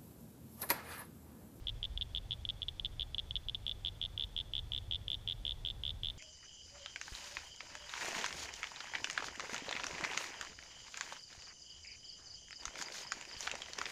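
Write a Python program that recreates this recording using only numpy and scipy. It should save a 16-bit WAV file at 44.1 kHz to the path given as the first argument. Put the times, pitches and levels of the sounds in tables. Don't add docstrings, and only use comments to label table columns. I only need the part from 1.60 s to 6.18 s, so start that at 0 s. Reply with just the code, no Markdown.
import sys
import numpy as np
from scipy import signal
from scipy.fft import rfft, irfft, next_fast_len
from scipy.io import wavfile
from scipy.ndimage import uniform_filter1d

SR = 44100
rng = np.random.default_rng(int(sys.argv[2]) if len(sys.argv) > 2 else 0)


def to_linear_factor(level_db):
    exponent = np.asarray(level_db, float) / 20
    return 10 ** exponent


def file_out(sig):
    cols = np.atleast_2d(sig).T
    lim = np.clip(cols, -1, 1)
    pcm = np.round(lim * 32767).astype(np.int16)
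    wavfile.write(sys.argv[1], SR, pcm)


N = 201889


def resonance(f, hz, width):
    return width / hz / (1 - (f / hz) ** 2 + 1j * f * width / hz ** 2)


# [f/Hz, level/dB per Hz]
AIR_SPECTRUM = [(6, -38), (15, -10.5), (28, -1), (62, -3.5), (125, -13.5), (230, -26), (520, -30),
                (850, -32), (1070, -37), (1600, -38.5), (2500, -40), (4200, -40.5), (6000, -44.5),
                (15400, -52.5)]
AIR_DB = -49
# [f/Hz, width/Hz, level/dB]
ENGINE_HUMS = [
    (40.9, 2.7, -62),
    (94.66, 1.8, -61),
    (107.3, 3.9, -61),
    (126.4, 8.3, -70),
]
# [t/s, level/dB]
RUMBLE_SWELL = [(0, -50.5), (.15, -48), (.6, -49.5), (1.3, -50), (1.6, -51.5), (2.4, -52.5), (2.6, -50.5),
                (2.89, -53.5), (3.02, -49), (3.7, -50.5), (4.58, -50)]


def air():
    size = next_fast_len(N)
    f = np.fft.rfftfreq(size, 1 / SR)
    hz, db = np.transpose(AIR_SPECTRUM)
    still = to_linear_factor(np.interp(np.log(f + 1), np.log(hz + 1), db))
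    field = still / np.linalg.norm(still) * to_linear_factor(AIR_DB)
    for hum_hz, width, hum_db in ENGINE_HUMS:
        hum = abs(resonance(f, hum_hz, width)) ** 2
        field = np.hypot(field, hum / np.linalg.norm(hum) * to_linear_factor(hum_db))
    noise = rfft(rng.standard_normal(size)) * field * np.sqrt(len(f))
    low = 1 / (1 + (f / 140) ** 4)
    s, swell_db = np.transpose(RUMBLE_SWELL)
    swell = to_linear_factor(np.interp(np.arange(N) / SR, s, swell_db - swell_db.mean()))
    rumble = irfft(noise * low, size)[:N] * swell
    hiss = irfft(noise * (1 - low), size)[:N]
    return rumble + hiss


# [t/s, breath/ms, first gap/ms, second gap/ms, growth of each later gap/ms]
STUTTERS = [(.07034, 30, 12.7, 9.3, -4.6), (.22917, 28.7, 12.2, 9.9, -5.3), (.3751, 53.1, 36.4, 9.1, -4.7),
            (.54861, 36, 12.4, 12, -3.2), (.70857, 29.2, 10.3, 9.5, -1.9), (.85147, 55.3, 38.3, 9.15, -4.4),
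            (1.01929, 71.7, 10.6, 53.45, -49.3), (1.19676, 67.2, 51.1, 8.4, -3.1),
            (1.39592, 35.7, 12.7, 10.8, -1.1), (1.54596, 54.5, 36.1, 10, -4.7),
            (1.70888, 63.3, 46.4, 9.4, -3.5), (1.88515, 69.6, 10.5, 51, -45.5)]
# [t/s, breath/ms, first gap/ms, second gap/ms, growth of each later gap/ms]
RATTLES = [(2.0654, 56.3, 13.9, 14.9, 7.6), (2.24867, 41.7, 11.7, 10.9, 0.4),
           (2.41447, 47.9, 12.1, 11.7, 1.0), (2.5769, 68.1, 19.3, 12.8, 1.2),
           (2.76417, 49.1, 12.4, 11.8, 1.1), (2.93572, 60.0, 16.2, 13.4, 1.1),
           (3.11959, 67.2, 14.8, 13.4, 1.4), (3.31108, 51.5, 12.0, 11.6, -0.3),
           (3.48094, 71.2, 20.8, 14.8, -0.8), (3.67541, 55.2, 11.5, 11.2, 0.7),
           (3.8515, 73.6, 14.4, 12.7, 1.6), (4.04975, 62.1, 11.1, 11.2, 2.4),
           (4.23586, 74.7, 15.9, 12.7, 1.0), (4.43366, 74.3, 12.6, 11.0, 1.9)]
# [t/s, peak level/dB]
EFFORT = [(0, -25), (.4, -25), (.9, -25), (1.4, -24.5), (1.9, -24.5), (2.25, -24.5), (2.55, -25),
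          (2.9, -24.6), (3.15, -25.5), (3.32, -24), (3.5, -25), (3.68, -24.5), (3.85, -25), (4.05, -25.5),
          (4.24, -26), (4.58, -25.5)]
# [shortest/ms, longest/ms]
PAUSE_MS = (17, 40)
BEFORE_DB, AFTER_DB = -1, 1.67
HURRY, HURRY_BEND = .71, 7
SPENT_MS, RESET_MS = .95, 2.3
DROOP_DB = -.25
FAINT_DB, FAINT_BEND = -15, 1.05
REFILL_DB_PER_MS = .13
SHORT_MS, EVEN_MS, LONG_MS = 12, 12.53, 14.3
FIRST_HZ, STEP_HZ, SLUMP_HZ = 3439, 26, 260
RING_WIDTH, CHOKE_WIDTH = 188, 200
LOOSE_WIDTH, LOOSEN_PER_S = 20, 15


def clicks():
    rows = []
    for start, breath, first, second, slowing in STUTTERS + RATTLES:
        ms = [0, first, first + second]
        while (1 - HURRY) * (breath - ms[-1]) > SPENT_MS:
            pace = max(second + slowing * (len(ms) - 2), RESET_MS)
            limit = HURRY * (breath - ms[-1])
            gap = (pace ** -HURRY_BEND + limit ** -HURRY_BEND) ** (-1 / HURRY_BEND)
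            ms.append(ms[-1] + gap)
        k = np.arange(len(ms))
        left = breath - np.array(ms)

        pause = np.interp(max(first, second), PAUSE_MS, (0, 1))
        held = pause * np.where(k > (second > first), AFTER_DB, BEFORE_DB)
        gaps = np.clip(np.diff(ms, prepend=-EVEN_MS), SHORT_MS, LONG_MS)
        refill = REFILL_DB_PER_MS * np.cumsum(gaps - EVEN_MS)
        effort = np.interp(start, *np.transpose(EFFORT))
        db = effort + held + refill + DROOP_DB * k + FAINT_DB / left ** FAINT_BEND

        hz = FIRST_HZ + STEP_HZ * k - SLUMP_HZ / (left ** 2 + 1)
        loose = (LOOSE_WIDTH + LOOSEN_PER_S * start) * .5 ** k
        width = RING_WIDTH + loose + CHOKE_WIDTH / (left ** 2 + .28)
        rows += zip(start + np.array(ms) / 1000, db, hz, width, left, k)
    return np.array(rows)


# [f/Hz, width/Hz]
THROAT = [
    (3007, 346),
    (4857, 754),
]
# [f/Hz, width/Hz, level/dB, polarity]
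LEAKS = [
    (1973, 727, -64.6, -1),
    (2416, 560, -59.7, 1),
    (5106, 814, -55, 1),
    (6760, 640, -64.9, -1),
]
# [t/s, f/Hz]
MOUTH = [
    (0, 3700),
    (1, 3780),
    (1.9, 3760),
    (2.4, 3680),
    (2.9, 3590),
    (3.6, 3570),
    (4.58, 3600),
]
MOUTH_WIDTH, MOUTH_RISE = 790, 2.2
SAC_REST_HZ = 3490
# [level/dB, f/Hz, width/Hz]
WOBBLE = (.3, 5, 10)
SHUT_MS, SHUT_DB_PER_MS = .5, -14


def frog():
    size = 2048
    out = np.zeros(N + size)
    f = np.fft.rfftfreq(size, 1 / SR)
    ms = np.arange(size) / SR * 1000
    throat = np.prod([resonance(f, hz, width) for hz, width in THROAT], axis=0)
    leak = sum(np.sign(sign) * to_linear_factor(db) * resonance(f, hz, width) ** 2 for hz, width, db, sign in LEAKS)
    rows = clicks()[:, :5]
    rows = rows + rng.standard_normal(rows.shape) * (0, *WOBBLE, 0)
    for s, db, hz, width, left in rows:
        at = int(s * SR)
        mouth_hz = np.interp(s, *np.transpose(MOUTH)) + MOUTH_RISE * (hz - SAC_REST_HZ)
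        mouth = resonance(f, mouth_hz, MOUTH_WIDTH)
        sac = resonance(f, hz, width) * 220 / width
        path = throat * mouth * sac + leak
        late = np.exp(-2j * np.pi * f * (s - at / SR))
        click = irfft(path * late, size)
        shut_db = SHUT_DB_PER_MS * np.maximum(ms - left - SHUT_MS, 0)
        out[at:at + size] += to_linear_factor(db + shut_db) * click / abs(click).max()
    return out[:N]


# [delay t/s, spread t/s, energy level/dB]
ECHOES = [
    (.008, 0.0014, -26.5),
    (.025, .012, -40),
    (.08, 0.0075, -33.5),
    (.13, 0.016, -39),
    (.29, 0.043, -36.5),
    (.45, 0.087, -36.5),
]
# [f/Hz, width/Hz, outside level/dB]
FOLIAGE = (3470, 450, -4)


def echoes(x):
    t = np.arange(SR * 3 // 4) / SR
    power = np.zeros(len(t))
    for s, spread, db in ECHOES:
        bunch = np.exp(-.5 * ((t - s) / spread) ** 2)
        power += to_linear_factor(db) ** 2 * bunch / (spread * SR * np.sqrt(2 * np.pi))
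    sparse = rng.random((3, len(t))) < 1 / 16
    taps = rng.standard_normal((3, len(t))) * sparse * 4
    hz, width, outside_db = FOLIAGE
    colour = abs(resonance(np.fft.rfftfreq(len(t), 1 / SR), hz, width)) + to_linear_factor(outside_db)
    tails = irfft(rfft(taps * np.sqrt(power)) * colour, len(t))
    turn = 2 * np.pi * (np.arange(N) / SR * 3.1 + np.arange(3)[:, None] / 3)
    shares = np.sqrt((1 + np.cos(turn)) / 3)
    return signal.fftconvolve(x * shares, tails, axes=1)[:, :N].sum(0)


# [t/s, level/dB, f/Hz, length t/s]
INSECT_TICK = (3.572, -67, 5650, .012)


def insect():
    s, db, hz, length = INSECT_TICK
    t = np.arange(N) / SR - s
    return to_linear_factor(db) * np.exp(-.5 * (4 * t / length) ** 2) * np.sin(2 * np.pi * hz * t)


# [lower edge f/Hz, widening of the gaps t/s, share of gaps that reach it, share of calm blocks lost]
STRIPS = [
    (12850, 0, .75, 0),
    (13250, .001, 1, 0),
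    (14950, .006, 1, .04),
    (15120, .009, 1, .4),
    (15330, 9, 1, 1),
]
STARVE_MS, RECOVER_MS, STARVE_DB = 20, 5, -20
STARVE_CHANCE, STARVE_FADE = .9, .82
PUFF_DB = 9


def starved(x):
    t, block = np.arange(N) / SR, 1024
    s, place = clicks()[:, [0, 5]].T
    wait = np.diff(s, prepend=0)
    paused = (place > 0) & (wait > PAUSE_MS[1] / 2000)
    chance = np.where(paused, 1, STARVE_CHANCE * STARVE_FADE ** place)
    luck = rng.random((len(s), 4 + len(STRIPS)))

    after_last = s - wait + RECOVER_MS / 1000 * 2 * luck[:, 0]
    ahead = s - STARVE_MS / 1000 * (.4 + luck[:, 0])
    start = np.where(place > 0, after_last, ahead)
    group_luck = luck[np.arange(len(s)) - place.astype(int), 1]
    hit = (group_luck < chance) & (start < s - .004)

    puff_db = np.zeros(N)
    for at, u in zip(s + .001, luck[:, 2] / chance ** 2):
        if u < 1:
            puff_db += PUFF_DB * (.6 + .5 * u) * np.exp(-.5 * ((t - at) / .0016) ** 2)

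    above = []
    for edge_hz, *_ in STRIPS:
        highpass = signal.firwin(1023, edge_hz, window=("kaiser", 9), pass_zero=False, fs=SR)
        above.append(signal.oaconvolve(x, highpass[None], "same"))
    out = x - above[0]
    for (_, widen, reach, lost), low, high, reached in zip(STRIPS, above, above[1:], luck[:, 4:].T):
        lost_blocks = np.repeat(rng.random(N // block + 1) < lost, block)[:N]
        strip_db = puff_db - 40 * lost_blocks
        for i in np.flatnonzero(hit & (reached < reach)):
            begin = round((start[i] - widen) * SR)
            end = round((s[i] - .001 + widen) * SR)
            strip_db[begin:end] = STARVE_DB * (1 + luck[i, 3])
        out = out + (low - high) * uniform_filter1d(to_linear_factor(strip_db), 96)
    return out


def scene():
    calls = frog()
    return (calls + echoes(calls) + insect() + air())[None]


def top_cut(x):
    return signal.sosfilt(signal.butter(12, 15590, fs=SR, output="sos"), x)


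def record(dry):
    mix = starved(dry)
    return top_cut(mix)


dry = scene()
out = record(dry)
file_out(out)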